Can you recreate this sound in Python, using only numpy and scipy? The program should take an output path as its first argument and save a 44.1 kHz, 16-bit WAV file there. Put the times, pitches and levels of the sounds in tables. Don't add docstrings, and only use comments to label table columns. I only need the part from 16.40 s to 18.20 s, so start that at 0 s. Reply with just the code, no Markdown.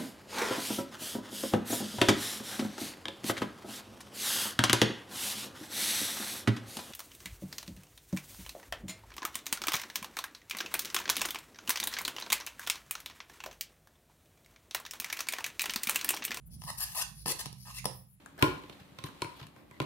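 import sys
import numpy as np
from scipy import signal
from scipy.fft import rfft, irfft
from scipy.io import wavfile

SR = 44100
rng = np.random.default_rng(int(sys.argv[2]) if len(sys.argv) > 2 else 0)


def dump(signal):
    limited = np.clip(np.atleast_2d(signal).T, -1, 1)
    pcm = np.round(limited * 32767).astype(np.int16)
    wavfile.write(sys.argv[1], SR, pcm)


N = 79380
TIME, FREQS = np.arange(N) / SR, np.fft.rfftfreq(N, 1 / SR)


def amp(db):
    return 10 ** (np.asarray(db) / 20)


def unit(x):
    return x / np.sqrt(np.mean(x ** 2) + 1e-20)


def read(points, hz=FREQS):
    f, value = np.transpose(points)
    return np.interp(np.log(hz + 1), np.log(f + 1), value)


def level_curve(points):
    return amp(np.interp(TIME, *np.transpose(points)))


def colour(x, db):
    return irfft(rfft(x) * amp(db), N)


def noise(db):
    return unit(colour(rng.standard_normal(N), db))


def wander(rate_hz):
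    return noise(-10 * np.log10(1 + (FREQS / rate_hz) ** 4))


def ring(x, modes):
    t = TIME[:SR // 3]
    body = sum(amp(db - 60 * t / t60) * np.cos(2 * np.pi * hz * t) for hz, db, t60 in modes)
    return signal.fftconvolve(x, body)[:N]


# start_s, length_s, rise_s, rasp_db, hollow_db, crispness_db
RUBS = [(0.262, 0.042, 0.038, -40.5, -39, 4.5), (0.372, 0.019, 0.011, -41.5, -60, 16.5),
        (0.393, 0.046, 0.017, -34, -45, 16), (0.447, 0.094, 0.0068, -49, -62.5, 13),
        (0.545, 0.015, 0.0057, -38, -43, 16.5), (0.558, 0.046, 0.013, -32.5, -41, 10.5),
        (0.604, 0.02, 0.011, -31, -41, 8.5), (.8595, 0.019, 0.00078, -37.5, -42.5, 9.5),
        (0.871, 0.051, 0.016, -32, -43.5, 13.5), (0.986, 0.027, 0.0078, -37.5, -47, 8),
        (1.247, 0.067, 0.026, -51.5, -54, 1), (1.332, 0.058, 0.041, -43, -63, 6.5)]
# pitch_hz, level_db (per Hz)
RASP = [(100, -34), (400, -32), (1400, -13), (2300, -3.5), (4000, -1), (7000, -1), (11000, 3),
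        (16000, -12.5)]
RELEASE_S = 0.0058


def rubs():
    out = np.zeros((2, N))
    foam = read(RASP) + wall()
    for start, length, rise, rasp_db, hollow_db, crisp_db in RUBS:
        t = TIME - start
        drive = slips()
        push = np.clip(t / rise, 0, 1) * np.exp(-np.maximum(t - length, 0) / RELEASE_S)
        rasp = amp(rasp_db) * unit(colour(drive, foam + treble(crisp_db)))
        body = amp(hollow_db) * unit(hollow(drive))
        out += slide(push * (rasp + body))
    return out


SLIPS_PER_S, SLIP_SPREAD_DB, JUDDER_DB = 4500, 3, 1.6


def slips(per_s=SLIPS_PER_S):
    size = amp(SLIP_SPREAD_DB * np.minimum(rng.exponential(1, N), 3))
    sign = rng.choice([-1., 1.], N)
    happens = rng.random(N) < per_s / SR
    return size * sign * happens * amp(JUDDER_DB * wander(120))


def treble(db, middle_hz=8700):
    return db / (1 + (middle_hz / (FREQS + 1)) ** 4) - db / 2


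# pitch_hz, width_hz, lift_db
WALL = [(1460, 180, 7.5), (1830, 280, 11), (2260, 180, -1.5), (2647, 395, 11), (4590, 4500, 10),
        (9700, 440, 5)]


def wall():
    return sum(db / (1 + (2 * (FREQS - hz) / width) ** 2) for hz, width, db in WALL)


# pitch_hz, level_db, t60_s
CUP = [(698, 2, 0.0069), (836, -7.5, 0.011), (981, -5.5, 0.021), (1230, -11, 0.027), (1707, -9, 0.01)]
HOLLOW_EDGE_HZ = 740


def hollow(x, dip_hz=1450, dip_q=4):
    rung = ring(soften(x), CUP)
    dipped = signal.lfilter(*signal.iirnotch(dip_hz, dip_q, SR), rung)
    return signal.sosfilt(signal.butter(5, HOLLOW_EDGE_HZ, "high", fs=SR, output="sos"), dipped)


def soften(x, edge_hz=1460):
    return signal.lfilter(*signal.butter(2, edge_hz, fs=SR), x)


SLIDE_HZ = 6


def slide(x):
    turn = np.pi / 4 * (1 + np.sin(2 * np.pi * (SLIDE_HZ * TIME + rng.random())))
    return spot(x * np.cos(turn) ** 2) + spot(x * np.sin(turn) ** 2)


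RIPPLE_DB, RIPPLE_TOP_DB = 7, 6.5


def spot(x, depth_db=RIPPLE_DB, apart=1.0):
    knots = np.linspace(0, SR / 2, 100)
    draws = rng.standard_normal((5, len(knots)))
    ripples = np.array([np.interp(FREQS, knots, d) for d in draws])
    ripples = ripples * FREQS / (FREQS + 1500)
    mixed = (ripples[0] + apart * ripples[1:3]) / np.sqrt(1 + apart ** 2)
    gain = amp(np.minimum(depth_db * mixed, RIPPLE_TOP_DB))
    phase = np.exp(1j * apart * ripples[3:])
    return irfft(rfft(x) * unit(gain) * phase, N)


# start_s, tick_db, hollow_db, thump_db
KNOCKS = [(0.2193, -37.5, -33.5, -52), (0.238, -35, -32.5, -67), (0.5492, -36, -50, -69),
          (0.8595, -24.5, -19, -28), (0.8815, -20, -31, -34), (1.0583, -27.5, -26.5, -40.5),
          (1.0651, -33, -53, -33), (1.128, -36, -60, -41), (1.4437, -34.5, -26, -58),
          (1.4554, -21.5, -14, -28.5)]
# pitch_hz, level_db (per Hz)
TICK = [(200, 13.5), (1500, -6.5), (5300, 19.5), (7200, 3.5), (9000, 19.5), (11000, 21.5), (13000, 10)]
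# pitch_hz, level_db, t60_s
THUMP = [(148.2, -4.5, 0.34), (177.7, 1.5, 0.089), (284, -17, 0.0056)]
TICK_RISE_S, TICK_FALL_S = 0.0003, 0.00088


def knocks(hollow_db=-2, thump_db=-4):
    out = np.zeros((2, N))
    crunch = read(TICK) + wall()
    blow, thump = np.zeros((2, N))
    for s, tick_db, cup_db, low_db in KNOCKS:
        t = np.maximum(TIME - s, 0)
        burst = np.minimum(t / TICK_RISE_S, 1) * np.exp(-t / TICK_FALL_S)
        tick = amp(tick_db) * np.std(burst) * unit(burst * noise(crunch))
        out += spot(tick, depth_db=2)
        blow[round(s * SR)] = amp(cup_db + hollow_db)
        thump[round(s * SR)] = amp(low_db + thump_db)
    return out + .5 * (hollow(blow) + ring(soften(thump), THUMP))


# start_s, drive_db
SNAPS = [(1.4556, -19), (1.4567, -18), (1.4581, -24)]
# pitch_hz, level_db, t60_s
CAP = [(523, -12, .25), (2800, -22, 0.0041), (5200, -9.5, 0.0098), (5650, -21.5, 0.012), (9000, -9, 0.0056),
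       (10060, -5, 0.0044), (11100, -8, 0.0023)]
CAP_EDGE_HZ = 11700


def cap():
    clicks = np.zeros(N)
    for s, db in SNAPS:
        clicks[round(s * SR)] = amp(db)
    rung = signal.lfilter(*signal.butter(4, CAP_EDGE_HZ, fs=SR), ring(clicks, CAP))
    return spot(rung, depth_db=-1.5)


# start_s, length_s, level_db
SHUDDERS = [(0.861, 0.052, -46), (1.456, 0.002, -45)]
# pitch_hz, level_db (per Hz)
SHUDDER = [(60, -12), (190, 4), (520, 7.5), (1000, -15.5), (2000, -18)]
SHUDDER_FALL_S, CRACKLES_PER_S = 0.037, 600


def shudders():
    level = np.zeros(N)
    for start, length, db in SHUDDERS:
        fall = np.exp(-np.maximum(TIME - start - length, 0) / SHUDDER_FALL_S)
        level += amp(db) * (TIME > start) * fall
    return level * unit(colour(slips(CRACKLES_PER_S), read(SHUDDER)))


# start_s, length_s, first_hz, last_hz, pitch_wander_hz (rms), level_db
SQUEAKS = [(1.375, .034, 1886, 2630, 174, -49.5)]


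def squeaks():
    out = np.zeros(N)
    for start, length, first_hz, last_hz, width, db in SQUEAKS:
        u = np.clip((TIME - start) / length, 0, 1)
        pitch_hz = first_hz + (last_hz - first_hz) * u + width * wander(1000)
        turn = 2 * np.pi * np.cumsum(pitch_hz) / SR
        out += amp(db) * np.sin(np.pi * u) * np.sqrt(2) * np.sin(turn)
    return out


# start_s, length_s, level_db, treble_db
BRUSHES = [(0.056, 0.029, -56.5, 27), (0.101, 0.073, -56.5, -9.5), (0.178, 0.22, -52, -12.5),
           (0.735, 0.13, -55.5, -14.5), (1.126, 0.34, -56.5, -13.5), (1.458, 0.2, -58.5, 22),
           (1.65, 0.12, -65.5, 36)]
# pitch_hz, level_db (per Hz)
SKIN = [(300, -46), (1500, -14), (2800, -9), (5200, 7), (7800, -6.5), (10200, 18.5), (12500, 8.5),
        (16000, 6)]


def brushes():
    out = np.zeros((2, N))
    for start, length, db, treble_db in BRUSHES:
        arch = np.sin(np.pi * np.clip((TIME - start) / length, 0, 1))
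        hiss = unit(colour(slips(), read(SKIN) + treble(treble_db)))
        out += slide(amp(db) * arch * hiss)
    return out


# pitch_hz, level_db (per Hz)
RUMBLE = [(22, -38), (38, -25.5), (54, 5.5), (95, -6), (135, 0), (190, -5.5), (270, -23.5), (420, -34.5),
          (900, -42), (4000, -68)]
# time_s, level_db
RUMBLE_LEVEL = [(0, -58), (.12, -50), (.27, -49.5), (.48, -58), (.82, -54.5), (1.0, -57), (1.28, -58.5),
                (1.47, -55.5), (1.66, -61), (1.8, -68)]
# pitch_hz, level_db
RESONANCE = [(124.5, 2.5), (188.4, -3.5)]
# time_s, level_db
RESONANCE_LEVEL = [(0, -69), (.9, -70), (1.08, -54), (1.22, -56.5), (1.5, -49.5), (1.6, -56), (1.72, -68.5)]
# pitch_hz, level_db (per Hz)
AIR = [(400, 6.5), (3000, 3.5), (6000, -3), (7500, 7.5), (9000, -11), (10400, 19), (16000, -33)]


def background(air_db=-74, pan_db=-6, apart=0.52, waver=0.0158):
    shared = noise(read(RUMBLE))
    separate = np.array([noise(read(RUMBLE)) for _ in range(2)])
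    rumble = level_curve(RUMBLE_LEVEL) * (shared + apart * separate)
    resonance = np.zeros(N)
    for hz, db in RESONANCE:
        pitch_hz = hz * (1 + waver * wander(11.6))
        resonance += amp(db) * np.sin(2 * np.pi * np.cumsum(pitch_hz) / SR)
    low = rumble + level_curve(RESONANCE_LEVEL) * unit(resonance)
    hiss = np.array([noise(read(AIR)) for _ in range(2)])
    return low * amp([[pan_db / 2], [-pan_db / 2]]) + amp(air_db) * hiss


# pitch_hz, t60_s
ROOM = [(200, 0.26), (900, 0.34), (5000, 0.33), (9000, 0.29), (16000, 0.56)]
# pitch_hz, level_db
WET = [(500, -8.5), (1000, -3.5), (3000, -4), (5000, -4.5), (8000, -3), (16000, -14.5)]
# pitch_hz, balance_db
DIRECT_PAN = [(300, -7), (1000, -3), (1750, -1.5), (2600, 4.5), (9500, 5), (13000, 15)]
# pitch_hz, balance_db
ROOM_PAN = [(1000, -9), (4000, -9), (10500, -3.5), (13000, 4.5)]
LEFT_LEAD_S = 0.00013


def room(x, side, gap_s=0.0042, table_db=-7, table_fall_s=0.0027):
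    taps = rng.choice([-1., 1.], N) * (rng.random(N) < 1 / 8) * np.clip(TIME / gap_s - 1, 0, 1)
    hz, t, z = signal.stft(taps, SR, nperseg=256)
    t60 = read(ROOM, hz)[:, None]
    tail = signal.istft(z * amp(-60 * t / t60) / np.sqrt(t60), SR, nperseg=256)[1][:N]
    tail = colour(tail / np.linalg.norm(tail), read(WET) + side * read(ROOM_PAN) / 2)[:SR]
    near = (rng.standard_normal(N) * TIME * np.exp(-2 * TIME / table_fall_s))[:SR // 20]
    bounces = amp(table_db) * signal.fftconvolve(x, near / np.linalg.norm(near))[:N]
    direct = colour(x + bounces, side * read(DIRECT_PAN) / 2)
    lead = np.exp(1j * np.pi * FREQS * side * LEFT_LEAD_S)
    direct = irfft(rfft(direct) * lead, N)
    return direct + signal.fftconvolve(x, tail)[:N]


def scene():
    left, right = rubs() + knocks() + cap() + shudders() + squeaks() + brushes()
    return np.array([room(left, 0.81), room(right, -0.81)]) + background()


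CUTOFF_HZ = 16100


def record(dry):
    lowpass = signal.firwin(401, CUTOFF_HZ, window=("kaiser", 8), fs=SR)
    return signal.oaconvolve(dry, lowpass[None], "same")


dry = scene()
out = record(dry)
dump(out)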